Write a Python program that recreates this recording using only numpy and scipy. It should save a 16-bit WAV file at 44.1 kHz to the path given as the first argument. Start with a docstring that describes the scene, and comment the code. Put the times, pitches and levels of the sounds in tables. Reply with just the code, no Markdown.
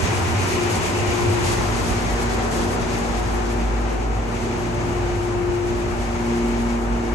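"""Hydraulic lift, going up

Inside the car as it rises through a concrete shaft. The screw pump hums on multiples of one pulse
rate, each swelling and fading as the car climbs through the shaft's standing waves. Under it the frame
drones, the body rumbles with soft booms, the shaft roars and wall panels ring. Faint whistles come and
go; a rasp and a throbbing hiss, perhaps oil rushing through the valve below, thin out with height."""
import sys
import numpy as np
from scipy import signal
from scipy.fft import rfft, irfft, next_fast_len
from scipy.io import wavfile
from scipy.ndimage import uniform_filter1d

SR = 44100
rng = np.random.default_rng(int(sys.argv[2]) if len(sys.argv) > 2 else 0)


def transcribe(u):
    """Save the signal u as a 16-bit wav file named by the first command-line argument.

    u: samples, shape (n,) or (channels, n), limited to [-1, 1]; the rate is SR.
    q: integer samples, one column per channel.
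    """
    v = np.clip(np.atleast_2d(u).T, -1, 1)
    q = np.round(v * 32767).astype(np.int16)
    wavfile.write(sys.argv[1], SR, q)


N = 314874

# Stereo image of the noise, left over right: f/Hz, lean/dB
STEREO_LEAN = [(60, -17), (110, 3.5), (200, -2), (360, -0.5), (650, 1), (1170, 4), (2130, 4.5), (3850, 1),
               (6980, 1.5), (12600, -1)]
# Stereo width, side over mid: f/Hz, level/dB
STEREO_WIDTH = [(50, -8), (95, -7.5), (200, -7), (520, -2), (1700, 1.5), (3500, -1), (5200, 1.5),
                (6300, -4), (9250, -3), (9800, 15.5), (10250, 35), (10900, -4.5), (11500, 0.5), (12100, 0)]
# Envelopes of the shaft's dull and middle roar: t/s, level/dB
DULL_LEVEL = [(0.0, -26.5), (0.5, -28.5), (1.0, -26.5), (1.7, -27.5), (2.3, -28), (2.62, -25), (2.9, -29),
              (3.4, -29.5), (3.9, -29.5), (4.4, -30), (5.0, -29), (5.5, -30.5), (6.3, -31), (7.14, -30.5)]
MIDDLE_LEVEL = [(0.0, -30), (0.9, -30), (1.7, -30), (2.7, -31), (3.4, -32.5), (4.1, -34.5), (4.8, -33.5),
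                (5.5, -35), (6.4, -33.5), (7.14, -34)]
# Envelopes of the body's rumble and the frame's drone: t/s, level/dB
RUMBLE_LEVEL = [(0.0, -25), (0.7, -28), (0.84, -30), (0.98, -26), (1.8, -29.5), (3.0, -32.5), (4.0, -34.5),
                (5.2, -30.5), (5.8, -29.5), (6.4, -36), (7.14, -34)]
DRONE_LEVEL = [(0.0, -46), (1.2, -40), (1.7, -28.5), (1.99, -31), (2.13, -26.5), (2.7, -31), (2.85, -32),
               (3.05, -29), (3.2, -23), (3.35, -27), (3.7, -22.5), (4.18, -24), (4.3, -31), (4.53, -34.5),
               (5.07, -28.5), (5.57, -35), (6.03, -28.5), (6.36, -32), (6.46, -27.5), (6.8, -28.5),
               (6.93, -23), (7.04, -32), (7.14, -24)]
# Envelopes of the whir and the hiss: t/s, level/dB
WHIR_ENVELOPE = [(0.0, -39), (0.45, -38), (0.8, -36.5), (1.2, -38.5), (1.6, -45), (2.5, -57), (3.5, -48.5),
                 (5.5, -46.5), (7.14, -47.5)]
HISS_LEVEL = [(0.0, -33), (0.24, -36.5), (0.7, -33.5), (1.1, -35.5), (1.35, -35.5), (1.8, -34.5),
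              (2.44, -40), (2.84, -38.5), (3.2, -41), (3.78, -48), (4.27, -50), (4.33, -46.5), (4.6, -45.5),
              (5.25, -45), (5.45, -49.5), (5.9, -43.5), (6.72, -44), (6.87, -49.5), (7.14, -47.5)]
# EQ curves of the noise layers: f/Hz, relative level/dB
DULL_EQ = [(25, -21), (60, -13), (130, -1), (150, 0), (250, 2), (450, 2), (520, -3), (800, -1),
           (1200, -39.5)]
MIDDLE_EQ = [(400, -23), (800, 0.5), (1000, 0.5), (1300, -0.5), (1800, -5.5), (2600, -34.5)]
RUMBLE_EQ = [(25, -18), (45, -11), (65, 0.5), (85, 10.5), (102, 12.5), (122, 1), (135, -8), (170, -46)]
RASP_EQ = [(1300, -23), (1900, 3), (2450, 1.5), (3000, -4), (3700, -7.5), (5200, -10), (6500, -6.5),
           (8500, -17.5), (11000, -52), (12000, -50)]
HISS_EQ = [(1500, -3), (2800, 1.5), (3800, 0.5), (4400, 1), (5000, 2.5), (5400, -0.5), (5800, 1.5),
           (6400, 1), (7000, 2), (7300, -1), (8000, -2), (9100, -4.5), (10400, -2), (11200, -6),
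           (11700, 0.5), (12400, -18), (12600, -34), (13100, -45)]
# Resonances of wall panels and whir: f/Hz, width/Hz, relative level/dB low in the shaft, same high up
PANEL_MODES = [(173.1, 4.7, -5, -7), (180, 8.5, -16, -18), (378.4, 3, 0, -9.5), (458, 40, -11.5, -10.5),
               (639, 3.2, -21, -11), (739, 10, -11, -7), (756, 5.9, -13.5, -11.5), (816, 38, -26, -21),
               (868, 33, -30, -5), (945, 70, -5.5, -8.5), (1035, 24, -6, -16)]
WHIR_BANDS = [(2210, 90, -8, -1.5), (2415, 220, -0.5, -7), (2640, 79, -6, -7), (2830, 150, -5, -6),
              (2987, 60, -6, -12.5)]
# Soft booms of the car body: centre t/s, level/dB, f/Hz
BOOMS = [(0.1, -22, 106.8), (0.25, -22, 89.8), (0.37, -20.5, 102.7), (0.48, -27, 95), (0.74, -24, 100.8),
         (0.95, -27, 98.6), (1.05, -25.5, 102.2), (1.16, -28, 103), (1.305, -18, 99), (1.48, -24, 104),
         (1.67, -23, 103), (1.97, -25, 100), (2.49, -30, 99), (2.68, -26, 92), (4.17, -28, 100.2),
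         (5.01, -28, 100), (5.2, -25, 100), (5.59, -30, 100), (7.0, -30, 97)]
# Faint thin tones: start t/s, length/s, f/Hz, width/Hz, level/dB
WHISTLE_CUES = [(0.2, 0.5, 2240, 20, -48), (1.25, 0.71, 735, 6, -40), (1.9, 0.45, 2215, 20, -46),
                (2.35, 0.95, 814, 9.3, -41), (3.05, 1.15, 760, 6, -42), (3.05, 0.4, 730, 6, -41),
                (5.95, 1.3, 2216, 35, -52), (6.0, 1.0, 900, 30, -44.5), (6.35, 0.4, 3015, 15, -56)]
# Uneven groove of the hiss's throb: t/s, depth/dB, lead/beats
THROB_GROOVE = [(0.0, 1.5, 0.16), (0.7, 3, -0.026), (1.2, 0.5, -.15), (1.9, 1.8, -0.07), (2.4, 2.8, -0.083),
                (2.6, 1.0, -0.12), (2.75, 3, -0.49), (3.2, 1, -.6), (3.5, 0, -0.29), (4.0, 3.5, -0.15),
                (5.2, -0.5, -0.041), (5.7, 2, -0.18), (6.6, 1.3, -0.066), (7.14, 1.8, 0.17)]
# Flares of the hiss: start t/s, hold/s, rise/dB
FLARES = [(0.693, 0.031, 3.5), (1.437, 0.085, 6), (2.29, 0.049, 3), (2.511, 0.13, 5), (3.137, 0.05, 3.5),
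          (3.453, 0.075, 4), (4.312, 0.15, 4)]
# Pump hum at the pulse rate and at twice that: t/s, level/dB
PUMP_FUNDAMENTAL = [(0.0, -30), (0.54, -53), (1.1, -36), (1.55, -30), (2.4, -40), (2.9, -48), (3.2, -41),
                    (3.75, -35), (3.95, -46), (4.2, -36), (4.6, -38), (4.85, -30.5), (5.3, -33), (5.7, -36),
                    (6.1, -46), (6.3, -36), (6.55, -43), (7.14, -48)]
PUMP_2ND = [(0.0, -40.5), (0.48, -36), (0.75, -38), (1.45, -41.5), (1.75, -33), (2.45, -32.5), (2.68, -29),
            (2.83, -32.5), (3.1, -29.5), (3.22, -39.5), (3.56, -30), (3.7, -38), (3.82, -31.5), (3.98, -39),
            (4.47, -30.5), (4.93, -40), (5.6, -44), (5.72, -31), (5.83, -40), (6.24, -26.5), (6.45, -23.5),
            (6.75, -24), (6.85, -29.5), (6.93, -26.5), (7.14, -29.5)]
# Its 3rd harmonic: t/s, level/dB, left over right/dB
PUMP_3RD = [(0.0, -41, 1), (0.18, -33, -6), (0.42, -40.5, 14), (0.64, -24, 6), (0.82, -39, 11),
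            (1.05, -30.5, 10), (1.3, -27, 9.5), (1.62, -38, 19), (2.08, -38.5, 6), (2.26, -35.5, -6),
            (2.5, -46, 9), (2.6, -30, 10), (2.7, -42, 11), (2.9, -36, 14), (3.0, -47, 24), (3.5, -36, 17),
            (3.68, -42.5, 13), (3.95, -41, 21), (4.18, -43.5, -1), (4.6, -32.5, -1), (5.25, -27.5, 5),
            (5.5, -24, 7), (5.8, -27, 4.5), (6.08, -35.5, 4), (6.4, -25, 3), (6.65, -34, 4), (6.88, -34, 0),
            (7.14, -31.5, -1)]
# Its faint upper harmonics: t/s, 4th level/dB, 5th level/dB
PUMP_4TH_5TH = [(0.0, -50, -50), (0.45, -48, -56), (0.75, -53, -43), (1.5, -45, -48), (2.1, -40.5, -44.5),
                (2.55, -43, -46), (2.85, -39, -43), (3.15, -40, -38.5), (3.75, -44, -42), (4.05, -49, -42),
                (4.35, -49, -50), (4.8, -51, -38.5), (5.25, -57, -52.5), (6.15, -44.5, -42),
                (7.14, -45, -48.5)]

TIME = np.arange(N) / SR


def from_db(db):
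    """Decibels to gain."""
    return 10 ** (np.asarray(db) / 20)


def rms_one(x):
    """Scale to unit rms."""
    return x / np.sqrt(np.mean(x ** 2) + 1e-20)


def in_time(rows):
    """Columns of an envelope table, one value per sample."""
    times, *columns = np.transpose(rows)
    return [np.interp(TIME, times, column) for column in columns]


def at_hz(points, hz):
    """Read a curve on a log-frequency axis."""
    points_hz, values = np.transpose(points)
    return np.interp(np.log(hz), np.log(points_hz), values)


def swells(rows):
    """Sum of attack-hold-release envelopes."""
    return sum(np.interp(TIME, np.cumsum([start_s, attack_s, hold_s, release_s]), [0, peak, peak, 0])
               for start_s, attack_s, hold_s, release_s, peak in rows)


def drift(rate_hz):
    """Random modulation: noise through a double one-pole low-pass, rms 1."""
    hop, settle = 40, 2000
    pole = np.exp(-2 * np.pi * rate_hz * hop / SR)
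    noise = rng.standard_normal(N // hop + settle + 2)
    slow = signal.lfilter([1], [1, -2 * pole, pole * pole], noise)[settle:]
    return np.interp(np.arange(N) / hop, np.arange(len(slow)), rms_one(slow))


def pan(lean_db):
    """Left and right gains for a level difference."""
    return from_db(np.multiply.outer([.5, -.5], lean_db))


def tone(hz, rms, lead, waver):
    """Stereo sine with a wavering phase, left ahead of right; lead and waver in radians."""
    phase = 2 * np.pi * hz * TIME + waver * drift(3.2) + rng.uniform(0, 2 * np.pi)
    return np.sqrt(2) * rms * np.sin(phase + np.multiply.outer([.5, -.5], lead * np.ones(N)))


def diffuse(gain_at):
    """Wide stereo noise shaped by gain_at(hz), rms 1."""
    size = next_fast_len(N)
    hz = np.maximum(np.arange(size // 2 + 1) * SR / size, 1)
    mid, side = rfft(rng.standard_normal((2, size)))
    width = from_db(at_hz(STEREO_WIDTH, hz))
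    pair = (mid + width * side * [[1], [-1]]) / np.sqrt(1 + width ** 2)
    spectrum = pair * gain_at(hz) * pan(at_hz(STEREO_LEAN, hz))
    return rms_one(irfft(spectrum, size)[:, :N])


def rush(eq):
    """Diffuse noise through an EQ curve."""
    return diffuse(lambda hz: from_db(at_hz(eq, hz)))


def resonances(peaks):
    """Diffuse noise through narrow peaks."""
    def gain_at(hz):
        return np.sqrt(sum(from_db(2 * level_db) / width / (1 + (2 * (hz - centre_hz) / width) ** 2) ** 2
                           for centre_hz, width, level_db in peaks))
    return diffuse(gain_at)


def climbing(bands):
    """Resonances that crossfade from one balance to another as the car climbs."""
    height = np.arange(N) / N
    low = resonances([(hz, width, low_db) for hz, width, low_db, _ in bands])
    high = resonances([(hz, width, high_db) for hz, width, _, high_db in bands])
    return np.sqrt(1 - height) * low + np.sqrt(height) * high


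def evened(x, span_s):
    """Compress the chance swells of a narrow noise, so its envelope does the shaping."""
    power = uniform_filter1d(np.mean(x ** 2, axis=0), round(span_s * SR))
    return rms_one(x / np.sqrt(power + .12 * np.mean(power)))


def shaft_roar():
    """A bed of dull and middle shaft noise; the wall panels ring along with the middle band."""
    middle = from_db(0.5 * drift(3.4)) * rush(MIDDLE_EQ)
    panels = from_db(-1.5) * climbing(PANEL_MODES)
    dull = from_db(in_time(DULL_LEVEL)[0]) * rush(DULL_EQ)
    return dull + from_db(in_time(MIDDLE_LEVEL)[0]) * (middle + panels)


def body_rumble(half_boom_s=0.037, flicker_db=1.6):
    """Deep uneven noise of the car body; at each soft jolt it ducks under one low, booming note."""
    booms, duck = np.zeros((2, N))
    for centre_s, boom_db, hz in BOOMS:
        near = slice(*np.searchsorted(TIME, [centre_s - half_boom_s, centre_s + half_boom_s]))
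        swell = np.cos(np.pi / 2 * (TIME[near] - centre_s) / half_boom_s)
        note = np.sin(2 * np.pi * hz * TIME[near] + rng.uniform(0, 2 * np.pi))
        booms[near] += np.sqrt(2) * from_db(boom_db) * swell * note
        duck[near] = np.maximum(duck[near], swell ** 2)
    level_db = in_time(RUMBLE_LEVEL)[0] + flicker_db * drift(12.0)
    return booms + (1 - duck) * from_db(level_db) * evened(rush(RUMBLE_EQ), span_s=0.087)


def frame_drone(mode_hz=52.9):
    """The car frame hums at its lowest mode, with a slight flutter."""
    level_db = in_time(DRONE_LEVEL)[0] + 1.2 * drift(10.0)
    return tone(mode_hz, from_db(level_db), lead=0.19, waver=0.24)


def whistles(fade_s=0.13):
    """Thin bands of noise, independent left and right, fading in and out."""
    mix = np.zeros((2, N))
    for start_s, length_s, hz, width_hz, level_db in WHISTLE_CUES:
        phase = 2 * np.pi * hz * TIME
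        band = [drift(width_hz) * np.sin(phase) + drift(width_hz) * np.cos(phase) for side in "LR"]
        envelope = swells([(start_s, fade_s, length_s - fade_s, fade_s, from_db(level_db))])
        mix += envelope * pan(at_hz(STEREO_LEAN, hz))[:, None] * band
    return mix


def rasp(base_db=-35, hiss_follow=0.41, fade_db_per_s=0.52):
    """A bright band that fades with the hiss and with height, plus a whir loudest low in the shaft."""
    hiss_db = in_time(HISS_LEVEL)[0]
    level_db = base_db + hiss_follow * (hiss_db - hiss_db.mean()) - fade_db_per_s * TIME
    band = from_db(level_db + 1.08 * drift(9.0)) * rush(RASP_EQ)
    whir = from_db(in_time(WHIR_ENVELOPE)[0] + 2.1 * drift(13.0)) * climbing(WHIR_BANDS)
    return band + whir


def throb(base_hz=9.0, sag_hz_per_s=.08, offset_s=.076, accent_db=1.0):
    """The hiss's pulsing in dB: slowing, as if with a turning roller, every third beat accented."""
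    t = TIME - offset_s
    depth_db, lead = in_time(THROB_GROOVE)
    beats = base_hz * t - sag_hz_per_s * t ** 2 / 2 + lead
    return depth_db * np.cos(2 * np.pi * beats) + accent_db * np.cos(2 * np.pi * (beats - 1) / 3)


def hiss(attack_s=0.0061, release_s=0.018, treble_hz=7500, treble_db_per_db=0.045):
    """Perhaps oil in the valve: flares drown the throb; the treble flickers and lifts when loud."""
    flare_db = swells([(start_s, attack_s, hold_s, release_s, db) for start_s, hold_s, db in FLARES])
    throb_db = throb() * (1 - flare_db / flare_db.max())
    level_db = in_time(HISS_LEVEL)[0] + throb_db + flare_db + .4 * drift(14.0)
    noise = rush(HISS_EQ)
    treble = signal.sosfiltfilt(signal.butter(2, treble_hz, "high", fs=SR, output="sos"), noise)
    treble_db = treble_db_per_db * (level_db - level_db.mean()) + 2.0 * drift(17.0)
    return from_db(level_db) * (noise - treble + from_db(treble_db) * treble)


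def pump_hum(pulse_hz=117.36):
    """The screw pump's pressure pulses; standing waves give each harmonic its level at each height."""
    hum = tone(pulse_hz, from_db(in_time(PUMP_FUNDAMENTAL)[0]), lead=0.51, waver=0.066)
    second_db = in_time(PUMP_2ND)[0] + 0.5 * drift(7.2)
    hum += tone(2 * pulse_hz, from_db(second_db), lead=0.19, waver=.15)
    third_db, lean_db = in_time(PUMP_3RD)
    hum += tone(3 * pulse_hz, from_db(third_db) * pan(lean_db), lead=0.25, waver=.15)
    for harmonic, level_db in zip((4, 5), in_time(PUMP_4TH_5TH)):
        hum += tone(harmonic * pulse_hz, from_db(level_db + drift(3)), lead=.8 + .8 * drift(.4), waver=.5)
    return hum


def scene():
    """The full mix inside the car."""
    return pump_hum() + frame_drone() + body_rumble() + shaft_roar() + rasp() + whistles() + hiss()


def record(dry):
    """A steep high cut on the mix."""
    stop_hz, run_in = 13254, 200
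    high_cut = signal.cheby2(12, 70, stop_hz, fs=SR, output="sos")
    padded = np.pad(dry, ((0, 0), (run_in, 0)), "reflect")
    return signal.sosfilt(high_cut, padded)[:, run_in:]


dry = scene()
out = record(dry)
transcribe(out)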